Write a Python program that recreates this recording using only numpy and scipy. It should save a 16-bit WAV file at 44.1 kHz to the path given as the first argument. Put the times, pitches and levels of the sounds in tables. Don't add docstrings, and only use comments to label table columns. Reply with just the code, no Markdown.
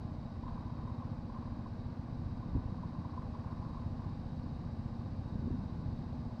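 import sys
import numpy as np
from scipy import signal
from scipy.fft import rfft, irfft
from scipy.io import wavfile

SR = 44100
rng = np.random.default_rng(int(sys.argv[2]) if len(sys.argv) > 2 else 0)


def store_pcm(level_fs):
    pcm = np.round(np.clip(level_fs, -1, 1) * 32767).astype(np.int16)
    wavfile.write(sys.argv[1], SR, np.atleast_2d(pcm).T)


N = 282240
T = np.arange(N) / SR

# [t/s, crank rate/(turns per s)]
CRANK_RATE = [(0, 14.87), (.5, 14.93), (.9, 15.2), (1.35, 14.77), (2.45, 15.1), (3.15, 14.95), (3.47, 14.7),
              (3.9, 15.1), (5.65, 15.01), (6.4, 14.77)]
FIRST_THUMP_S = .056
# [multiple of crank rate, rms level/dB]
EXHAUST_ORDERS = [(2, -62), (3, -61), (4, -63), (5, -51.3), (6, -49.8), (7, -54.2), (8, -50.5), (9, -56),
                  (10, -51.8), (11, -67), (12, -63), (13, -57.5), (14, -70)]
# [t/s, relative level/dB]
THUMP_STRENGTH = [(0, -1), (1.6, -3.5), (2.0, -2.5), (2.4, -2.5), (3.0, -2.5), (3.55, -2.3), (4.3, -1),
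                  (4.7, -2.3), (5.2, 1.2), (5.9, -0.8), (6.4, -2)]

# [multiple of fan rate, rms level/dB]
FAN_ORDERS = [(2, -60.5), (3, -60), (4, -62), (5, -57), (6, -56), (9, -65), (10, -64.5), (12, -69),
              (13, -51.3), (14, -52.4), (15, -68), (16, -72), (17, -70.5)]
PULLEY_RATIO = 1.167
# [t/s, lead/turns of the fan]
FAN_LEAD_TURNS = [(0, .25), (.8, .35), (1.85, .39), (2.25, .37), (2.7, .41), (3.35, .355), (3.85, .365),
                  (4.95, .205), (5.8, .2), (6.4, .335)]
# [t/s, relative level/dB]
FAN_HUM_LEVEL = [(0, -3.5), (1.1, -0.1), (3, -1.5), (4.6, 0), (5.5, -1.5), (6.4, 1)]
# [multiple of crank rate, rms level before flutter/dB]
ACCESSORY_WHINES = [(42, -74.5), (99.3, -84), (132.6, -100), (168.5, -94)]

# [f/Hz, level/dB per Hz]
BLOCK_SPECTRUM = [(15, -82.5), (35, -78.5), (70, -72), (120, -70.5), (170, -70), (205, -73.5), (245, -73.5),
                  (285, -73.5), (330, -79.5), (400, -89), (600, -115)]
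# [f/Hz, level/dB per Hz]
BAY_SPECTRUM = [(250, -101), (400, -88.5), (500, -83), (620, -86.5), (830, -85), (950, -89), (1130, -88),
                (1330, -100.5), (1500, -96.5), (1900, -103), (2500, -108), (3500, -116), (6000, -135)]

# [f/Hz, level/dB per Hz]
HISS_SPECTRUM = [(1500, -118), (2600, -113), (3550, -113), (3850, -105), (4200, -105.5), (4750, -105.5),
                 (5400, -112), (7000, -123), (8500, -124), (10000, -138), (12500, -131), (15000, -139)]
# [f/Hz, bandwidth/Hz, rms level/dB]
INTAKE_WHISTLES = [(3707, 5, -88.7), (3771, 12, -86.3), (3812, 12, -90), (3862, 26, -83.8)]
CHOP_LEAD_TURNS = .19
DUCT_BAND_HZ = (3400, 5400)
FACING_S, TURN_S, FACING_DB = 3.1, 0.2, 1.0

# [f/Hz, relative level/dB, decay time t60/s]
LOOSE_PART_MODES = [(813, -2, 0.025), (975, 0.5, 0.032), (1032, 2.5, 0.032), (1115, -1.5, 0.028),
                    (1500, -19.5, 0.06)]
# [t at full level/s, hold length/s, level/dB]
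CHATTER_BOUTS = [(0.464, 0.14, -55.5), (0.697, 0.41, -59), (1.314, 0.15, -58.5), (1.55, 0.052, -61),
                 (1.846, 0.46, -65.5), (2.403, 0.34, -61.5), (2.808, 0.44, -59), (3.342, 0.5, -57.5),
                 (3.996, 0.041, -59.5), (5.56, 0.15, -63.5)]
BOUT_ATTACK_S, BOUT_RELEASE_S = 0.012, 0.058
CHATTER_REST_DB = -67.5
SHAKE_ORDERS, SHAKE_DEPTH = (1.56, 2.68), .65
# [t half a rise before the peak/s, envelope peak level/dB, f/Hz]
HARD_KNOCKS = [(0.436, -45, 990), (0.466, -43.5, 1026), (0.508, -49, 1000), (0.671, -48, 1000),
               (.857, -56, 1030), (0.898, -50, 1005), (1.022, -45, 1070), (1.298, -47.5, 1030),
               (1.363, -45, 1050), (1.429, -54, 1030), (1.66, -45.5, 1035), (2.429, -47, 1040),
               (2.783, -48, 1080), (2.834, -45.5, 1000), (3.051, -42, 1000), (3.134, -46.5, 1070),
               (3.178, -39, 1020), (3.229, -50, 1040), (3.353, -47, 1025), (3.516, -48, 1024),
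               (3.627, -51, 1040), (3.659, -47, 1060), (3.77, -46, 1060), (4.087, -51, 1010)]
# [f/Hz, relative level/dB per Hz]
SCUFF_COLOUR = [(450, -13), (650, 9.5), (1100, -1.5), (1350, -24.5), (2500, -32)]

# [t at the peak/s, peak level/dB, f/Hz, rise/cycles]
HOUSING_BUMPS = [(2.462, -33, 156, 0.58), (2.493, -35, 150, 0.85), (2.554, -28, 253, 1.34),
                 (2.556, -26, 91, 0.42), (2.565, -33.5, 330, .6), (2.572, -30, 68, 0.88),
                 (2.583, -29.5, 101, .7), (2.659, -35, 125, 0.46), (2.986, -32, 157, 0.82),
                 (5.357, -27.5, 165, 0.59), (5.417, -33, 280, 0.5), (5.425, -37, 230, 0.99),
                 (5.441, -29.5, 150, 0.73), (5.473, -32.5, 268, 1), (5.481, -33, 290, 0.51),
                 (5.507, -31.5, 280, 0.65), (5.515, -28, 90, 0.48), (5.53, -38, 160, 0.56),
                 (5.547, -37, 238, 1.0), (5.586, -35.5, 160, 0.85), (5.591, -34, 100, 0.92),
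                 (5.861, -41, 110, 0.48), (5.886, -31.5, 121, 0.45)]
# [t at full level/s, hold length/s, level/dB]
HOLLOW_DRONES = [(2.58, .28, -46.5), (5.539, .4, -48)]
DRONE_FROM_HZ, DRONE_TO_HZ, DRONE_SINK_S, DRONE_WIDTH_HZ = 255, 152, .13, 17.7

# [t at the peak/s, rise/s, fall/s, buffeting level/dB, deep rumble level/dB]
WIND_GUSTS = [(.45, 0.11, 0.25, -54, -50), (1.55, .2, 0.21, -52, -48), (2.23, 0.11, 0.074, -59, -42.5),
              (2.56, 0.093, 0.065, -51, -40), (2.79, 0.1, 0.15, -50.5, -57.5),
              (3.95, 0.26, 0.15, -51, -44.5), (5.43, 0.16, 0.14, -43, -54), (5.53, 0.078, .08, -47, -50.5),
              (5.86, 0.048, 0.45, -50.5, -50)]
# [f/Hz, relative level/dB per Hz]
RUMBLE_COLOUR = [(10, -15.5), (20, -3.5), (32, -1), (55, -0.5), (90, 1), (150, -7.5), (300, -43.5),
                 (600, -68)]
# [f/Hz, relative level/dB per Hz]
BUFFET_COLOUR = [(30, -13), (70, 3.5), (140, 3), (210, 4), (290, 0.5), (380, -18), (520, -22.5), (900, -48)]
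BREEZE_DB, BREEZE_SWING_DB, BREEZE_SWINGS_PER_S = -51, 0, 1

CUTOFF_HZ = 15200


def from_db(db):
    return 10 ** (np.asarray(db) / 20)


def rms_one(x):
    return x / np.sqrt(np.mean(x ** 2) + 1e-20)


def in_time(rows):
    s, *columns = np.transpose(rows)
    return [np.interp(T, s, c) for c in columns]


def drift(rate_hz):
    hz = np.arange(N // 2 + 1) * SR / N
    spectrum = rfft(rng.standard_normal(N)) / (1 + (hz / rate_hz) ** 4)
    return rms_one(irfft(spectrum, N))


def noise(spectrum):
    hz = np.maximum(np.arange(N // 2 + 1) * SR / N, 1)
    at, level = np.transpose(spectrum)
    ends = np.minimum(1, np.minimum(hz / at[0], at[-1] / hz)) ** 2
    gain = from_db(np.interp(np.log(hz), np.log(at), level)) * ends
    return irfft(rfft(rng.standard_normal(N)) * gain, N) * np.sqrt(SR / 2)


def ring(drive, hz, t60):
    radius = np.exp(-np.log(1000) / (t60 * SR))
    w = 2 * np.pi * hz / SR
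    feedback = [1, -2 * radius * np.cos(w), radius * radius]
    return signal.lfilter([0, np.sin(w)], feedback, drive + 1e-18)


def swell(age, rise_s):
    u = np.maximum(age, 0) / rise_s
    return (u * np.exp(1 - u)) ** 2


def bout(start, length, attack_s, release_s):
    attack = np.clip((T - start) / attack_s + 1, 0, 1)
    return attack * np.exp(-np.maximum(T - start - length, 0) / release_s)


def gust(peak_s, rise_s, fall_s):
    return np.exp(-np.maximum((peak_s - T) / rise_s, (T - peak_s) / fall_s))


def exhaust(turns, thump_db, uneven_db, jitter_turns, smear):
    angle = 2 * np.pi * (turns + jitter_turns * drift(19.0))
    main_order = 7
    pulses = 0
    for k, db in EXHAUST_ORDERS:
        phase = smear * (k - main_order) ** 2
        pulses = pulses + from_db(db) * np.cos(round(k) * angle + phase)
    return np.sqrt(2) * pulses * from_db(thump_db + uneven_db * drift(2.2))


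def fan(fan_turns, flutter_db, smear):
    hum_db, = in_time(FAN_HUM_LEVEL)
    main_order = 13.5
    angle = 2 * np.pi * fan_turns
    tones = 0
    for k, db in FAN_ORDERS:
        phase = smear * (k - main_order) ** 2
        tones = tones + from_db(db + flutter_db * drift(4)) * np.cos(round(k) * angle + phase)
    return np.sqrt(2) * tones * from_db(hum_db)


def whines(turns, flutter_db):
    tones = 0
    for k, db in ACCESSORY_WHINES:
        tones = tones + from_db(db + flutter_db * drift(3.0)) * np.sin(2 * np.pi * k * turns)
    return np.sqrt(2) * tones


def engine_bay(turns, heave, throb, flicker_db):
    firing = np.cos(2 * np.pi * 3 * turns)
    wash = noise(BAY_SPECTRUM) * (1 + throb * firing) * from_db(flicker_db * drift(54))
    rumble = noise(BLOCK_SPECTRUM) * (1 + heave * np.cos(2 * np.pi * turns))
    return rumble + wash


def ground_echo(x, lag_s, echo_db):
    return x + from_db(echo_db) * np.interp(T - lag_s, T, x, left=0)


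def intake(fan_turns, throb, waver_db):
    whistles = 0
    for hz, width, db in INTAKE_WHISTLES:
        t60 = np.log(1000) / (np.pi * width)
        level = from_db(db + waver_db * drift(3))
        whistles = whistles + level * rms_one(ring(rng.standard_normal(N), hz, t60))
    angle = 2 * np.pi * (fan_turns + CHOP_LEAD_TURNS)
    blades = np.cos(angle) - .45 * np.cos(3 * angle) + .25 * np.cos(4 * angle)
    hiss = noise(HISS_SPECTRUM) + whistles
    duct = signal.butter(2, DUCT_BAND_HZ, "band", fs=SR, output="sos")
    resonance = signal.sosfiltfilt(duct, hiss)
    facing_db = FACING_DB / 2 * np.tanh((T - FACING_S) / TURN_S)
    return (hiss + resonance * throb * blades) * from_db(facing_db)


def chatter(turns, per_s, spread_db):
    shake = np.prod([1 + SHAKE_DEPTH * np.cos(2 * np.pi * k * turns) for k in SHAKE_ORDERS], axis=0)
    struck = rng.random(N) < shake * per_s / SR
    touches = struck * from_db(spread_db * np.clip(rng.standard_normal(N), -2, 2))
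    rings = 0
    for hz, db, t60 in LOOSE_PART_MODES:
        rings = rings + from_db(db) * ring(touches * rng.standard_normal(N), hz, t60)
    levels = [from_db(db) * bout(s, length, BOUT_ATTACK_S, BOUT_RELEASE_S)
              for s, length, db in CHATTER_BOUTS]
    return rms_one(rings) * np.hypot(np.max(levels, axis=0), from_db(CHATTER_REST_DB))


def knocks(rise_s, scuff_db):
    scuff = from_db(scuff_db) * rms_one(noise(SCUFF_COLOUR))
    out = 0
    for s, db, hz in HARD_KNOCKS:
        envelope = from_db(db) * swell(T - s + rise_s / 2, rise_s)
        out = out + envelope * (np.sin(2 * np.pi * hz * (T - s)) + scuff)
    return out


def bumps():
    out = 0
    for s, db, hz, cycles in HOUSING_BUMPS:
        rise_s = cycles / hz
        out = out + from_db(db) * swell(T - s + rise_s, rise_s) * np.cos(2 * np.pi * hz * (T - s))
    return out


def drones(attack_s, release_s):
    out = 0
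    for s, length, db in HOLLOW_DRONES:
        sink = np.exp(-np.maximum(T - s, 0) / DRONE_SINK_S)
        hz = DRONE_TO_HZ + (DRONE_FROM_HZ - DRONE_TO_HZ) * sink
        angle = 2 * np.pi * np.cumsum(hz) / SR
        band = rms_one(drift(DRONE_WIDTH_HZ) * np.cos(angle) + drift(DRONE_WIDTH_HZ) * np.sin(angle))
        out = out + from_db(db) * bout(s, length, attack_s, release_s) * band
    return out


def buffeting():
    buffet, rumble = 0, 0
    for s, rise_s, fall_s, buffet_db, rumble_db in WIND_GUSTS:
        shape = gust(s, rise_s, fall_s)
        buffet = buffet + from_db(buffet_db) * shape
        rumble = rumble + from_db(rumble_db) * shape
    breeze = from_db(BREEZE_DB + BREEZE_SWING_DB * drift(BREEZE_SWINGS_PER_S))
    deep = rms_one(noise(RUMBLE_COLOUR)) * np.hypot(breeze, rumble)
    return deep + rms_one(noise(BUFFET_COLOUR)) * buffet


def scene():
    speed, = in_time(CRANK_RATE)
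    thump_db, = in_time(THUMP_STRENGTH)
    lead, = in_time(FAN_LEAD_TURNS)
    turns = np.cumsum(speed) / SR - FIRST_THUMP_S * speed[0]
    fan_turns = PULLEY_RATIO * turns + lead
    thumps = exhaust(turns, thump_db, uneven_db=.75, jitter_turns=.003, smear=.04)
    tones = fan(fan_turns, flutter_db=1.0, smear=0.3104) + whines(turns, flutter_db=4.0)
    bay = engine_bay(turns, heave=0.014, throb=0.1, flicker_db=-0.13)
    bay = ground_echo(bay, lag_s=0.0058, echo_db=-23.5)
    hiss = intake(fan_turns, throb=.135, waver_db=1.5)
    rattle = chatter(turns, per_s=1300, spread_db=0.0) + knocks(rise_s=0.0046, scuff_db=-14.5)
    truck = thumps + tones + bay + hiss + rattle
    handling = bumps() + drones(attack_s=0.038, release_s=.05)
    return (truck + handling + buffeting())[None]


def record(dry):
    low_pass = signal.cheby2(12, 60, CUTOFF_HZ, fs=SR, output="sos")
    return signal.sosfilt(low_pass, dry)


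dry = scene()
out = record(dry)
store_pcm(out)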